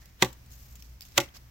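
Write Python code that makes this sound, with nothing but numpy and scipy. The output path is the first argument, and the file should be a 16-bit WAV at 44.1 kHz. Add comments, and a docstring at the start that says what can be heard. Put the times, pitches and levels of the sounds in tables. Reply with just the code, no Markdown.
"""A large knife chops twice into a leaning log in a back yard, heard from close by.
Each blow is a burst of tiny clicks (splitting fibres) plus fading tones (the ringing blade and log).
Soft noise swells up just before each blow; a fence slaps the blow back and the yard scatters it.
Shaped grains make the pattering chips and rustling clothes between the blows.
Noise held near two low pitches makes a distant hum, and shaped noise makes faint outdoor air."""
import sys
import numpy as np
from scipy import signal
from scipy.fft import rfft, irfft
from scipy.io import wavfile
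from scipy.ndimage import uniform_filter1d

SR = 44100
rng = np.random.default_rng(int(sys.argv[2]) if len(sys.argv) > 2 else 0)


def generate_wav(signal):
    """Clip the signal to [-1, 1] and save it as 16-bit WAV at the path in sys.argv[1]."""
    frames = np.transpose(np.atleast_2d(signal))
    scaled = np.clip(frames, -1, 1) * 32767
    pcm = np.round(scaled).astype(np.int16)
    wavfile.write(sys.argv[1], SR, pcm)


N = 66150  # length in samples: 1.5 s
T = np.arange(N) / SR  # time in seconds

# A t60 is the time a sound takes to fade by 60 dB. A pan is left minus right in dB.
# Colour tables give relative strength; sounds are set to their level afterwards.

# Distant hum: pitch_hz, width_hz, level_db
HUM_TONES = [(60.65, 6.5, -53), (121.6, 7.2, -63)]
# Colour of the outdoor air: pitch_hz, level_db (per Hz)
AIR_COLOUR = [(20, -7), (70, 0.5), (200, -12.5), (400, -24.5), (1000, -27.5), (2200, -28.5), (3800, -33),
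              (5800, -30), (9500, -41.5), (13000, -33), (15500, -32.5)]
AIR_DB, AIR_WIDE_HZ, AIR_SWELL_DB = -55, 900, -1.18

# Rustles of clothes and dry litter: start_s, length_s, level_db, pan_db, tilt_db (per octave)
RUSTLE_EVENTS = [(.005, 0.13, -60, -2, -8.5), (0.501, 0.28, -56, 1.5, -3), (0.75, 0.22, -60, -3.5, -6),
                 (1.011, 0.24, -58.5, 0, -8), (1.339, 0.038, -53.5, -1.5, -10)]
# Colour of a rustle before its tilt: pitch_hz, level_db (per Hz)
RUSTLE_COLOUR = [(100, -75), (700, -33), (3800, -10.5), (5500, -2.5), (7500, -3), (9500, -13), (13000, 4.5),
                 (15500, -1)]
RUSTLE_ATTACK_S, RUSTLE_GRAINS_PER_S, RUSTLE_SPREAD_DB = 0.0073, 7000, 5
FLUTTER_DB = 2.5
SMALL_WIDTH = 0.92  # stereo width of rustles and chips

# Faint ring of the lifted blade: start_s, pitch_hz, width_hz, level_db, t60_s
LIFTED_BLADE_RING = (.015, 1990, 600, -63.5, .45)

# Chips landing and bark snapping: start_s, level_db, pan_db, t60_s, pitch_hz
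CHIP_EVENTS = [(.057, -40.5, -5, 0.015, 1970), (.287, -66, 4, 0.025, 2140), (0.302, -56, 0, 0.065, 1420),
               (0.3288, -46.5, 9.5, 0.035, 7300), (0.4606, -52.5, -2, 0.024, 7930),
               (0.5157, -53, 4, 0.21, 6560), (0.7258, -48.5, -2, .013, 7100), (0.7546, -48, 5, 0.046, 6940),
               (0.823, -44, 3, 0.036, 5500), (1.0085, -36.5, -2.5, 0.016, 5200),
               (1.0188, -41.5, -3.5, 0.063, 4960), (1.05, -47.5, -3, 0.11, 6340),
               (1.119, -52, -2, 0.044, 5000), (1.288, -53, 7, 0.031, 3150), (1.363, -49.5, 9, 0.052, 6550),
               (1.37, -44.5, -13, 0.026, 5170)]
# Colour of a chip before its own ring: pitch_hz, level_db (per Hz)
CHIP_COLOUR = [(1000, -19), (2600, 5.5), (7500, 1.5), (9500, -6), (13000, 5)]
CHIP_RING_DB, CHIP_RING_OCTAVES = 14, 0.2  # height of the ring's peak, reach to either side

# Colour of the soft noise around each blow: pitch_hz, level_db (per Hz)
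LEAD_IN_COLOUR = [(100, -7), (3200, -1), (10000, -14.5), (15000, -7)]
LEAD_IN_DB, LEAD_IN_RISE_S, LEAD_IN_STOP_S = -33, 0.0096, 0.0031

# Knife blows: start_s, crack_db, log_db, blade_db, echo_db, place (along the cut, 0 to 1),
# lag_s (until the log moves), grip_s (until the wood grips the edge), echo_s (until the fence answers)
BLOW_EVENTS = [(.2236, -14, -20.5, -17.5, -20.5, 0, .0001, 0.021, .0229),
               (1.1782, -13, -19, -19, -16.5, 0.98, 0.00097, .008, .0234)]
# Tones of the log: pitch_hz, t60_s, near_db (struck at one end of the cut), far_db (at the other)
LOG_MODES = [(125.4, 0.19, -7, -13), (199.5, 0.063, 1, -14), (250.8, 0.15, -10.5, -17.5),
             (312, 0.15, -11.5, -7.5), (360.5, 0.092, -2.5, 0.86), (368.3, 0.078, 8, -3),
             (518, 0.15, -5.5, -26.5), (557.3, 0.11, -5.5, -0.8), (755, 0.096, -3.5, -6.5),
             (847.4, 0.095, -5.5, -6), (862, 0.14, -15, -12), (947, 0.034, 5.5, 0.5),
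             (1093, 0.022, 5.5, -7.5), (1134, 0.051, 1, -2.5), (1403, 0.066, -15.5, -6)]
# Tones of the blade, damped by the wood: pitch_hz, t60_s, near_db, far_db (ends of the cut)
BLADE_MODES = [(1572, 0.028, -3.5, -18.5), (1954, 0.03, 2.5, -4), (2068, 0.028, 4.5, 3.5),
               (2527, 0.035, -2, 0), (3021, 0.052, -18.5, 0.5), (3312, 0.04, -3, 4.5),
               (3627, 0.056, -6.5, -1.5), (4350, 0.021, 3, -6.5), (6750, 0.016, 1.5, 6.5)]
# Colour of the splitting fibres: pitch_hz, level_db (per Hz)
CRACK_COLOUR = [(60, -38.5), (300, -6.5), (650, -11), (950, -3), (1400, -12), (2200, 0), (4000, -5.5),
                (7300, -5.5), (9500, -18), (15500, -12)]
RISE_S, BITE_S, CRACK_T60_S = 0.0013, 0.0013, 0.033  # build-up, full-strength hold, then fade
GRAINS_PER_S, GRAIN_SPREAD_DB = 12000, 2.5
CRACK_WIDTH, BLADE_WIDTH, BLOW_PAN_DB = 0.82, 0.33, -1
LOG_PUSH_S = 0.00077  # how gradually the log is set moving
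WAVER_HZ, WAVER_S = 60, 0.06  # bandwidth of the pitch waver, time it takes to grow

# Scatter from further stretches of fence: delay_s (after the slap), t60_s (smear), level_db
FENCE_ECHOES = [(.002, 0.082, -1.5), (0.032, 0.098, -11.5)]
FENCE_LOW_HZ, SLAP_DB = 695, 1

# Colour of the yard's scatter: pitch_hz, level_db
YARD_COLOUR = [(100, 6), (300, 2.5), (1500, 7.5), (2500, -2.5), (6500, -5), (10000, -11), (15000, 1)]
YARD_DB, YARD_T60_S, YARD_ONSET_S = -21.5, 0.29, 0.028
GROUND_DB, GROUND_T60_S, GROUND_TILT_DB = -10, 0.11, -1.25  # tilt is per octave
KNOCK_SCATTER_DB = -13  # how much of the log's knock reaches the yard

TOP_HZ, CEILING = 15850, 0.9  # highest pitch kept, peak limit


def undb(db):
    """Turn decibels into a multiplying gain."""
    return 10 ** (np.asarray(db) / 20)


def unit(x):
    """Scale a sound to an average strength (rms) of 1."""
    return x / np.sqrt(np.mean(x ** 2) + 1e-18)


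def fade(t, t60):
    """Silence before t = 0, then a steady fade in dB."""
    return (t >= 0) * np.exp(-np.log(1000) * np.maximum(t, 0) / t60)


def pan(db):
    """Left and right gains for a level difference."""
    return undb(np.array([[db], [-db]]) / 2)


def spread(mid, side, width):
    """Build left and right from a shared part and an opposed part."""
    opposed = width * side * np.array([[1], [-1]])
    return (mid + opposed) / np.sqrt(1 + width ** 2)


def colour(x, points, tilt_db=0):
    """Filter a sound by (Hz, dB) points and a tilt per octave."""
    hz, db = np.array(points).T
    octave = np.log2(np.maximum(np.fft.rfftfreq(N, 1 / SR), 1))
    tilt = tilt_db * np.clip(octave, np.log2(hz[0]), None)
    gain_db = np.interp(octave, np.log2(hz), db) + tilt
    return irfft(rfft(x) * undb(gain_db), N)


def grains(rate, spread_db):
    """Make tiny clicks of uneven size at random moments."""
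    hits = rng.random(N) < rate / SR
    signs = rng.choice([-1, 1], N)
    size_db = spread_db * np.minimum(rng.exponential(size=N), 4)
    return hits * signs * undb(size_db)


def crackle(points, rate, spread_db, width, tilt_db=0):
    """Make coloured stereo grains with an rms of 1."""
    shared, opposed = grains(rate, spread_db), grains(rate, spread_db)
    return unit(colour(spread(shared, opposed, width), points, tilt_db))


def narrow(hz, width):
    """Make noise held near one pitch, with an rms of 1."""
    f = np.fft.rfftfreq(N, 1 / SR)
    random_phase = np.exp(2j * np.pi * rng.random(len(f)))
    peak = 1 / (1 + (2 * (f - hz) / width) ** 2)
    return unit(irfft(random_phase * peak, N))


def convolve(x, response):
    """Pass a sound through an echo pattern of unit energy."""
    return signal.fftconvolve(x, unit(response) / np.sqrt(N), axes=-1)[:, :N]


def late(x, seconds):
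    """Delay a sound, even by part of a sample, by turning its phases."""
    f = np.fft.rfftfreq(N, 1 / SR)
    return irfft(rfft(x) * np.exp(-2j * np.pi * f * seconds), N)


def outdoors():
    """Wavering hum and soft, swelling air: centred in the bass and wide in the treble."""
    f = np.fft.rfftfreq(N, 1 / SR)
    hum = sum(undb(db) * narrow(hz, width) for hz, width, db in HUM_TONES)
    mid, side = rng.standard_normal((2, N))
    side = irfft(rfft(side) * np.clip(f / AIR_WIDE_HZ, 0.25, 1), N)
    swell = np.interp(T, np.linspace(0, T[-1], 16), rng.standard_normal(16))
    air = unit(colour(spread(mid, side, width=1.0), AIR_COLOUR))
    return hum + undb(AIR_DB + AIR_SWELL_DB * swell) * air


def rustles():
    """Rubbing cloth and litter shed tiny clicks: each movement starts fast, flutters and dies away."""
    out = 0
    for start, length, db, pan_db, tilt_db in RUSTLE_EVENTS:
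        corners = [0, RUSTLE_ATTACK_S, RUSTLE_ATTACK_S + length]
        effort = np.sqrt(np.interp(T - start, corners, [0, 1, 0]))
        flutter = unit(uniform_filter1d(rng.standard_normal(N), size=500))
        effort = effort * undb(FLUTTER_DB * flutter)
        rub = crackle(RUSTLE_COLOUR, RUSTLE_GRAINS_PER_S, RUSTLE_SPREAD_DB, SMALL_WIDTH, tilt_db)
        out = out + undb(db) * pan(pan_db) * effort * rub
    return out


def lifted_blade():
    """The lifted blade rings faintly: noise held near one pitch that dies away."""
    start, hz, width, db, t60 = LIFTED_BLADE_RING
    return undb(db) * fade(T - start, t60) * narrow(hz, width)


def chips():
    """Small dry ticks of wood and bark; each piece rings at a pitch set by its size."""
    grit = crackle(CHIP_COLOUR, rate=5800, spread_db=5, width=SMALL_WIDTH)
    out = 0
    for start, db, pan_db, t60, hz in CHIP_EVENTS:
        reach = 2 ** CHIP_RING_OCTAVES
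        body = [(hz / reach, 0), (hz, CHIP_RING_DB), (hz * reach, 0)]
        tick = fade(T - start, t60) * unit(colour(grit, body))
        out = out + undb(db) * pan(pan_db) * tick
    return out


def lead_ins():
    """Soft noise swells up just before each blow and stops quickly after it."""
    swell = 0
    for blow in BLOW_EVENTS:
        before, after = (blow[0] - T) / LEAD_IN_RISE_S, (T - blow[0]) / LEAD_IN_STOP_S
        swell = swell + np.exp(-np.maximum(before, after))
    hiss = unit(colour(spread(*rng.standard_normal((2, N)), width=0.83), LEAD_IN_COLOUR))
    return undb(LEAD_IN_DB) * swell * hiss


def ring(modes, t, place, width):
    """Fading, wavering tones of a struck body; the place of the blow sets how strong each one is."""
    out = 0
    for k, (hz, t60, near_db, far_db) in enumerate(modes):
        waver = np.clip(t / WAVER_S, 0, 1) * narrow(0, WAVER_HZ)
        phase = 2 * np.pi * hz * t + waver
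        db = near_db + np.clip(place, 0, 1) * (far_db - near_db)
        # The opposed part gives each ear its own phase.
        tone = spread(np.sin(phase), rng.choice([-1, 1]) * np.cos(phase), width)
        out = out + (-1) ** k * undb(db) * fade(t, t60) * tone
    return out


def chops():
    """The edge bites through fibres and rings until the wood grips it, and the log rings on."""
    direct, scattered, slaps, carried = 0, 0, 0, 0
    for start, crack_db, log_db, blade_db, echo_db, place, lag, grip_s, echo_s in BLOW_EVENTS:
        t = T - start
        free = 1 / (1 + (t / grip_s) ** 4)  # falls as the wood grips the edge
        build_up = np.exp(np.minimum(t, 0) / RISE_S)
        bite = free * build_up * fade(np.maximum(t - BITE_S, 0), CRACK_T60_S)
        fibres = crackle(CRACK_COLOUR, GRAINS_PER_S, GRAIN_SPREAD_DB, CRACK_WIDTH)
        crack = undb(crack_db) * bite * fibres
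        push = 1 - np.exp(-np.maximum(t - lag, 0) / LOG_PUSH_S)
        knock = undb(log_db) * push * ring(LOG_MODES, t - lag, place, width=0.062)
        clank = undb(blade_db) * free * ring(BLADE_MODES, t, place, BLADE_WIDTH)
        direct = direct + crack + knock + clank
        scattered = scattered + crack + undb(KNOCK_SCATTER_DB) * knock
        # The sharp slap returns crack and blade; the smeared echo carries only the crack.
        slaps = slaps + undb(echo_db) * late(crack + clank, echo_s)
        carried = carried + undb(echo_db) * late(crack, echo_s)
    return direct, scattered, slaps, carried


def fence(slaps, cracks):
    """One sharp slap from the nearest boards, then the crack smeared by those further along."""
    boards = 0
    for delay, t60, db in FENCE_ECHOES:
        bounces = np.array([grains(2500, 2), grains(2300, 0.92)])
        boards = boards + undb(db) * unit(bounces * fade(T - delay, t60))
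    echo = undb(SLAP_DB) * slaps + convolve(cracks, boards)
    bass_cut = signal.butter(1, FENCE_LOW_HZ, "high", fs=SR, output="sos")
    return signal.sosfilt(bass_cut, echo)


def yard(x):
    """Quick scatter from the ground and log pile, then a thin, uneven tail from trees."""
    ground = colour(spread(*rng.standard_normal((2, N)), width=0.3), YARD_COLOUR, GROUND_TILT_DB)
    trees = crackle(YARD_COLOUR, rate=1000, spread_db=4.5, width=1.0)
    near = convolve(x, ground * fade(T, GROUND_T60_S))
    tail = convolve(x, trees * fade(T - YARD_ONSET_S, YARD_T60_S))
    return undb(GROUND_DB) * near + undb(YARD_DB) * tail


def scene():
    """Add the outdoor floor, small movements, lead-in noise, and blows with their echoes."""
    direct, scattered, slaps, carried = chops()
    quiet = outdoors() + rustles() + lifted_blade() + chips() + lead_ins()
    return quiet + direct * pan(BLOW_PAN_DB) + fence(slaps, carried) + yard(scattered)


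def record(dry):
    """Flatten any peaks beyond the ceiling, then cut the highest treble steeply."""
    clipped = np.clip(dry, -CEILING, CEILING)
    treble_cut = signal.ellip(10, 0.2, 80, TOP_HZ, fs=SR, output="sos")
    return signal.sosfilt(treble_cut, clipped)


dry = scene()
out = record(dry)
generate_wav(out)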